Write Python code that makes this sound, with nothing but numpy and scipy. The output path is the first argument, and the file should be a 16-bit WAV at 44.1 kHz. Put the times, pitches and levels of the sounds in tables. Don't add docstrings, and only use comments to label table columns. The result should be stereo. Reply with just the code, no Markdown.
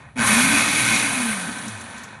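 import sys
import numpy as np
from scipy import signal
from scipy.fft import rfft, irfft
from scipy.io import wavfile
from scipy.ndimage import uniform_filter1d

SR = 44100
rng = np.random.default_rng(int(sys.argv[2]) if len(sys.argv) > 2 else 0)


def waveform_to_disk(signal):
    frames = np.transpose(np.atleast_2d(signal))
    scaled = np.clip(frames, -1, 1) * 32767
    samples = np.round(scaled).astype(np.int16)
    wavfile.write(sys.argv[1], SR, samples)


def field_ratio(decibels):
    return 10 ** (np.asarray(decibels, dtype=float) / 20)


N = 97020
T = np.arange(N) / SR

# t/s, f/Hz, level/dB
HUM_CURVE = [(.15, 111.6, -70), (.18, 114, -39), (.5, 108.1, -40), (.7, 108.7, -50), (.79, 120, -34),
             (1.0, 119.2, -41), (1.15, 106.8, -40.5), (1.22, 102.6, -56)]
SURGE_S = 0.2025


def rms_one(x):
    return x / np.sqrt(np.mean(x ** 2) + 1e-20)


def in_time(rows):
    seconds, *columns = np.transpose(rows)
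    return [np.interp(T, seconds, column) for column in columns]


def at_hz(points, hz):
    table_hz, table_db = np.transpose(points)
    return np.interp(np.log(hz + 1), np.log(table_hz), table_db)


def drift(hz):
    r = np.exp(-2 * np.pi * hz / SR)
    noise = rng.standard_normal(N + SR)
    settled = signal.lfilter([1], [1, -2 * r, r * r], noise)[SR:]
    return rms_one(settled)


def gate(on, off, fade):
    opening = np.clip((T - on) / fade, 0, 1)
    closing = np.clip((off - T) / fade, 0, 1)
    return opening * closing


def band_noise(low_hz, high_hz):
    steep = signal.butter(4, [low_hz, high_hz], "band", fs=SR, output="sos")
    return rms_one(signal.sosfilt(steep, rng.standard_normal(N)))


def slice_of(spectrum, low_hz, high_hz):
    crossover_octaves = 0.12
    octave = np.log2(np.fft.rfftfreq(N, 1 / SR) + 1)

    def above(hz):
        return np.clip(0.5 + (octave - np.log2(hz)) / crossover_octaves, 0, 1)

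    return rms_one(irfft(spectrum * (above(low_hz) - above(high_hz)), N))


def dying_bursts(events):
    t60_s = 0.074
    return sum((T >= s) * field_ratio(db - 60 * np.maximum(T - s, 0) / t60_s) for s, db in events)


def room_floor():
    floor_db = -59
    return field_ratio(floor_db) * band_noise(51, 1860)


def contacts(angle):
    per_s, spread_db, turn_gating = 6000, -1, 0.055
    surge_depth, surge_fade_s = 0.61, 0.028
    hit = rng.random(N) < per_s / SR
    weakening = spread_db * np.minimum(rng.exponential(1, N), 5)
    clicks = hit * rng.standard_normal(N) * field_ratio(weakening)
    mixed = rms_one(clicks) + rng.standard_normal(N)
    fading = np.exp(-np.maximum(T - SURGE_S, 0) / surge_fade_s)
    throb = surge_depth * (T > HUM_CURVE[0][0]) * fading * np.cos(hum_angle())
    return mixed * (1 + turn_gating * np.sin(angle)) * np.exp(throb)


def rattle(angle):
    # t/s, low housing/dB, housing/dB, bowl ring/dB,
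    # whirr/dB, upper band/dB, treble/dB, base shake/dB, low rumble/dB
    band_levels = [(0.0, -50, -53.5, -54, -53, -55.5, -63, -44, -48),
                   (0.085, -54, -54.5, -59, -57, -63, -69, -51.5, -40),
                   (0.154, -65, -71, -77, -74, -69, -70, -59, -44),
                   (0.161, -44.5, -45, -53, -42.5, -52, -53, -34, -60),
                   (0.19, -35, -36.5, -33, -31.5, -33, -37, -39, -24.5),
                   (0.21, -31, -30.5, -25, -29.5, -32.5, -33, -33, -36),
                   (0.27, -31.5, -27, -29, -26.5, -25.5, -23, -22, -33),
                   (0.32, -29.5, -27.5, -30.5, -22.5, -26, -23.5, -29, -36),
                   (0.4, -30.5, -26.5, -25.5, -24, -24, -23, -28.5, -30),
                   (0.48, -32.5, -30.5, -25.5, -23, -26.5, -25, -21, -34),
                   (0.61, -29.5, -28.5, -29.5, -19, -24, -24.5, -26, -34.5),
                   (0.65, -34.5, -30, -37, -25.5, -26.5, -27, -23.5, -34),
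                   (0.8, -34, -33, -28.5, -23, -26.5, -25.5, -29.5, -39),
                   (0.95, -32.5, -29.5, -29, -22.5, -25.5, -26, -27, -30),
                   (1.01, -33.5, -31.5, -39, -23.5, -27, -28, -34, -46),
                   (1.05, -35.5, -35, -32.5, -25, -29.5, -28.5, -28, -37),
                   (1.27, -36.5, -36.5, -37.5, -33, -34, -30.5, -33.5, -47),
                   (1.32, -39, -35.5, -28.5, -30, -35, -29, -49, -33.5),
                   (1.36, -39, -38, -38.5, -35.5, -36.5, -33, -37.5, -54),
                   (1.51, -40, -41.5, -36, -41, -39.5, -38.5, -31.5, -40),
                   (1.67, -43.5, -44.5, -45, -44, -42, -40, -31, -49),
                   (1.71, -45, -45, -42.5, -46, -43, -44, -40, -52),
                   (1.92, -45.5, -48, -51, -47.5, -48.5, -49.5, -44.5, -46),
                   (1.98, -49, -45.5, -45, -46.5, -45.5, -50.5, -39.5, -45),
                   (2.15, -46.5, -50.5, -48, -49.5, -52, -59.5, -46.5, -48),
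                   (2.2, -51, -50, -58, -60, -59, -63, -51, -44)]
    # f/Hz, level/dB
    broad_colour = [(18, -53), (30, -11.5), (224, 10), (296, -1), (431, -8), (1210, -2.5), (1370, -3),
                    (1510, 0), (2000, -5.5), (2500, -7), (2840, -12.5), (4580, -10), (5060, -21.5),
                    (5890, -13.5), (7760, -16.5), (9980, -14), (12200, -27), (15900, -55)]
    # f/Hz, width/Hz, lift/dB
    resonances = [(229, 78, 8.5), (278.6, 39, 11.5), (374, 180, -5), (1042, 66, 4.5), (1276, 28, 4),
                  (1541, 31, 7), (1739, 57, 9), (1870, 160, 11), (2172, 65, 8), (2276, 66, 8),
                  (2452, 44, 11), (2551, 80, 10.5), (3047, 88, 6), (3146, 150, -6.5), (3355, 60, 6.5),
                  (4340, 144, -11), (4725, 46, -17), (7700, 85, -10), (9190, 93, 11), (9510, 160, 5.5),
                  (9790, 59, 10.5), (10090, 57, 9), (10170, 240, 4)]
    hz = np.fft.rfftfreq(N, 1 / SR)
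    lifts = sum(lift / (1 + (2 * (hz - f) / width) ** 2) for f, width, lift in resonances)
    ringing = rfft(contacts(angle)) * field_ratio(at_hz(broad_colour, hz) + lifts)

    body, housing, ring, whirr, upper, treble, shake, rumble = in_time(band_levels)
    hiss = upper.max() - 2.5 + 1.135 * (upper - upper.max())
    top = treble.max() - 12 + 1.54 * (treble - treble.max())
    # from/Hz, to/Hz, level/dB
    parts = [
        (45, 155, rumble - 5), (155, 340, shake - 4), (340, 1000, body),
        (1000, 1460, housing), (1460, 1630, ring), (1630, 2000, housing - 0.5),
        (2000, 2750, whirr), (2750, 4400, upper - 2.5), (4400, 7800, hiss),
        (7800, 11000, treble), (11000, 13000, top)]

    together = drift(1.7)
    total = np.zeros(N)
    for low_hz, high_hz, level in parts:
        patchy_db = 0.63 * (0.59 * together + drift(23))
        total += field_ratio(level + patchy_db) * slice_of(ringing, low_hz, high_hz)
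    return total


def hum_angle():
    angle = 2 * np.pi * np.cumsum(in_time(HUM_CURVE)[0]) / SR
    return angle - np.interp(SURGE_S, T, angle)


def hum():
    wavering_db = in_time(HUM_CURVE)[1] + 3.2 * drift(8.6)
    return np.sqrt(2) * field_ratio(wavering_db) * np.sin(hum_angle())


def jolt():
    # from/Hz, to/Hz, level/dB
    jolt_slide = (260, 212, -24.5)
    from_hz, to_hz, db = jolt_slide
    start_s, length_s, fade_s = 0.165, 0.07, 0.02
    end_s = start_s + length_s
    hz = np.interp(T, [start_s, end_s], [from_hz, to_hz])
    wave = np.sin(2 * np.pi * np.cumsum(hz) / SR)
    return np.sqrt(2) * field_ratio(db) * gate(start_s, end_s, fade_s) * wave


def rotor():
    # t/s, f/Hz, level/dB
    spin_curve = [(.27, 197, -39), (.3, 208, -27.5), (.332, 215, -16), (.35, 224.3, -32),
                  (.374, 234.5, -16.5), (.42, 251.6, -27), (.5, 282, -27.5), (.58, 293, -30.5),
                  (.63, 299.7, -37), (.82, 308, -39), (1.05, 290, -36), (1.13, 270.5, -36.5),
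                  (1.25, 234.2, -24.5), (1.34, 206.7, -29.5), (1.39, 185, -36), (1.46, 172.1, -35.5),
                  (1.53, 155.5, -62), (1.63, 127.2, -48), (1.7, 113.1, -41), (1.8, 94.2, -44),
                  (1.9, 79, -60)]
    tone_in_s, tone_out_s, fade_s = 0.22, 1.92, 0.0044
    full_speed_from_s, full_speed_to_s = 0.6, 1.08
    hz, db = in_time(spin_curve)
    unsteady = 0.005 + 0.05 * gate(full_speed_from_s, full_speed_to_s, fade_s)
    angle = 2 * np.pi * np.cumsum(hz * (1 + unsteady * drift(25))) / SR
    wobble_db = 1.8 * drift(13.5)
    tone = np.sqrt(2) * field_ratio(db + wobble_db) * np.sin(angle)
    return gate(tone_in_s, tone_out_s, fade_s) * tone, angle


def swishes():
    # t/s, level/dB
    swish_events = [(.258, -23), (.332, -20)]
    return band_noise(7900, 9200) * dying_bursts(swish_events)


def ticks():
    # t/s, level/dB
    tick_events = [(1.5844, -40), (1.6812, -35), (1.8105, -42), (1.9688, -52), (1.9797, -46), (2.035, -39)]
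    centre_hz, width_hz, top_db = 6500, 2300, -5
    core = band_noise(centre_hz - width_hz / 2, centre_hz + width_hz / 2)
    top = field_ratio(top_db) * band_noise(3800, 12000)
    return (core + top) * dying_bursts(tick_events)


def ports(mid):
    # f/Hz, level/dB
    side_over_mid = [(250, -55), (420, -19), (600, -25.5), (750, -14.5), (1000, -8), (1300, -19),
                     (1420, -38), (1950, -49), (2080, -7), (2900, -0.5), (3500, -5), (4400, -4.5),
                     (5000, 8), (5750, -7.5), (5950, -46), (6350, -46), (6550, -19), (7000, -1.5),
                     (7800, 5.5), (8000, -23), (9500, -26), (9800, -2.5), (12000, -8)]
    # f/Hz, level/dB
    left_over_right = [(300, 0.0), (700, 0.42), (1400, 0.22), (2800, -2.2), (5600, -1.7), (9500, 0.28),
                       (12000, -0.5)]
    scatter_hz, scatter_rad = 14.6, 1.27
    reflection_rad, reflection_bins = 4.0, 300
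    hz = np.fft.rfftfreq(N, 1 / SR)
    time_turn = np.exp(1j * scatter_rad * drift(scatter_hz))
    scattered = np.real(signal.hilbert(mid) * time_turn)
    smooth = uniform_filter1d(rng.standard_normal(len(hz)), reflection_bins)
    pitch_turn = rms_one(uniform_filter1d(smooth, reflection_bins))
    side = rfft(scattered) * np.exp(1j * reflection_rad * pitch_turn)
    side = side * field_ratio(at_hz(side_over_mid, hz))
    lean = field_ratio(at_hz(left_over_right, hz) / 2)
    left = (rfft(mid) + side) * lean
    right = (rfft(mid) - side) / lean
    return irfft([left, right], N)


def scene():
    tone, angle = rotor()
    mid = room_floor() + rattle(angle) + hum() + jolt() + tone + swishes() + ticks()
    return ports(mid)


def roll_off(x):
    return signal.sosfilt(signal.butter(12, 12520, fs=SR, output="sos"), x)


def record(dry):
    full_scale, cutoff_hz, slope_hz = 0.95, 12140, 40
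    rounded = full_scale * np.tanh(dry / full_scale)
    keep = np.clip((cutoff_hz - np.fft.rfftfreq(N, 1 / SR)) / slope_hz, 0, 1)
    mix = irfft(rfft(rounded) * keep, N)
    return roll_off(mix)


dry = scene()
out = record(dry)
waveform_to_disk(out)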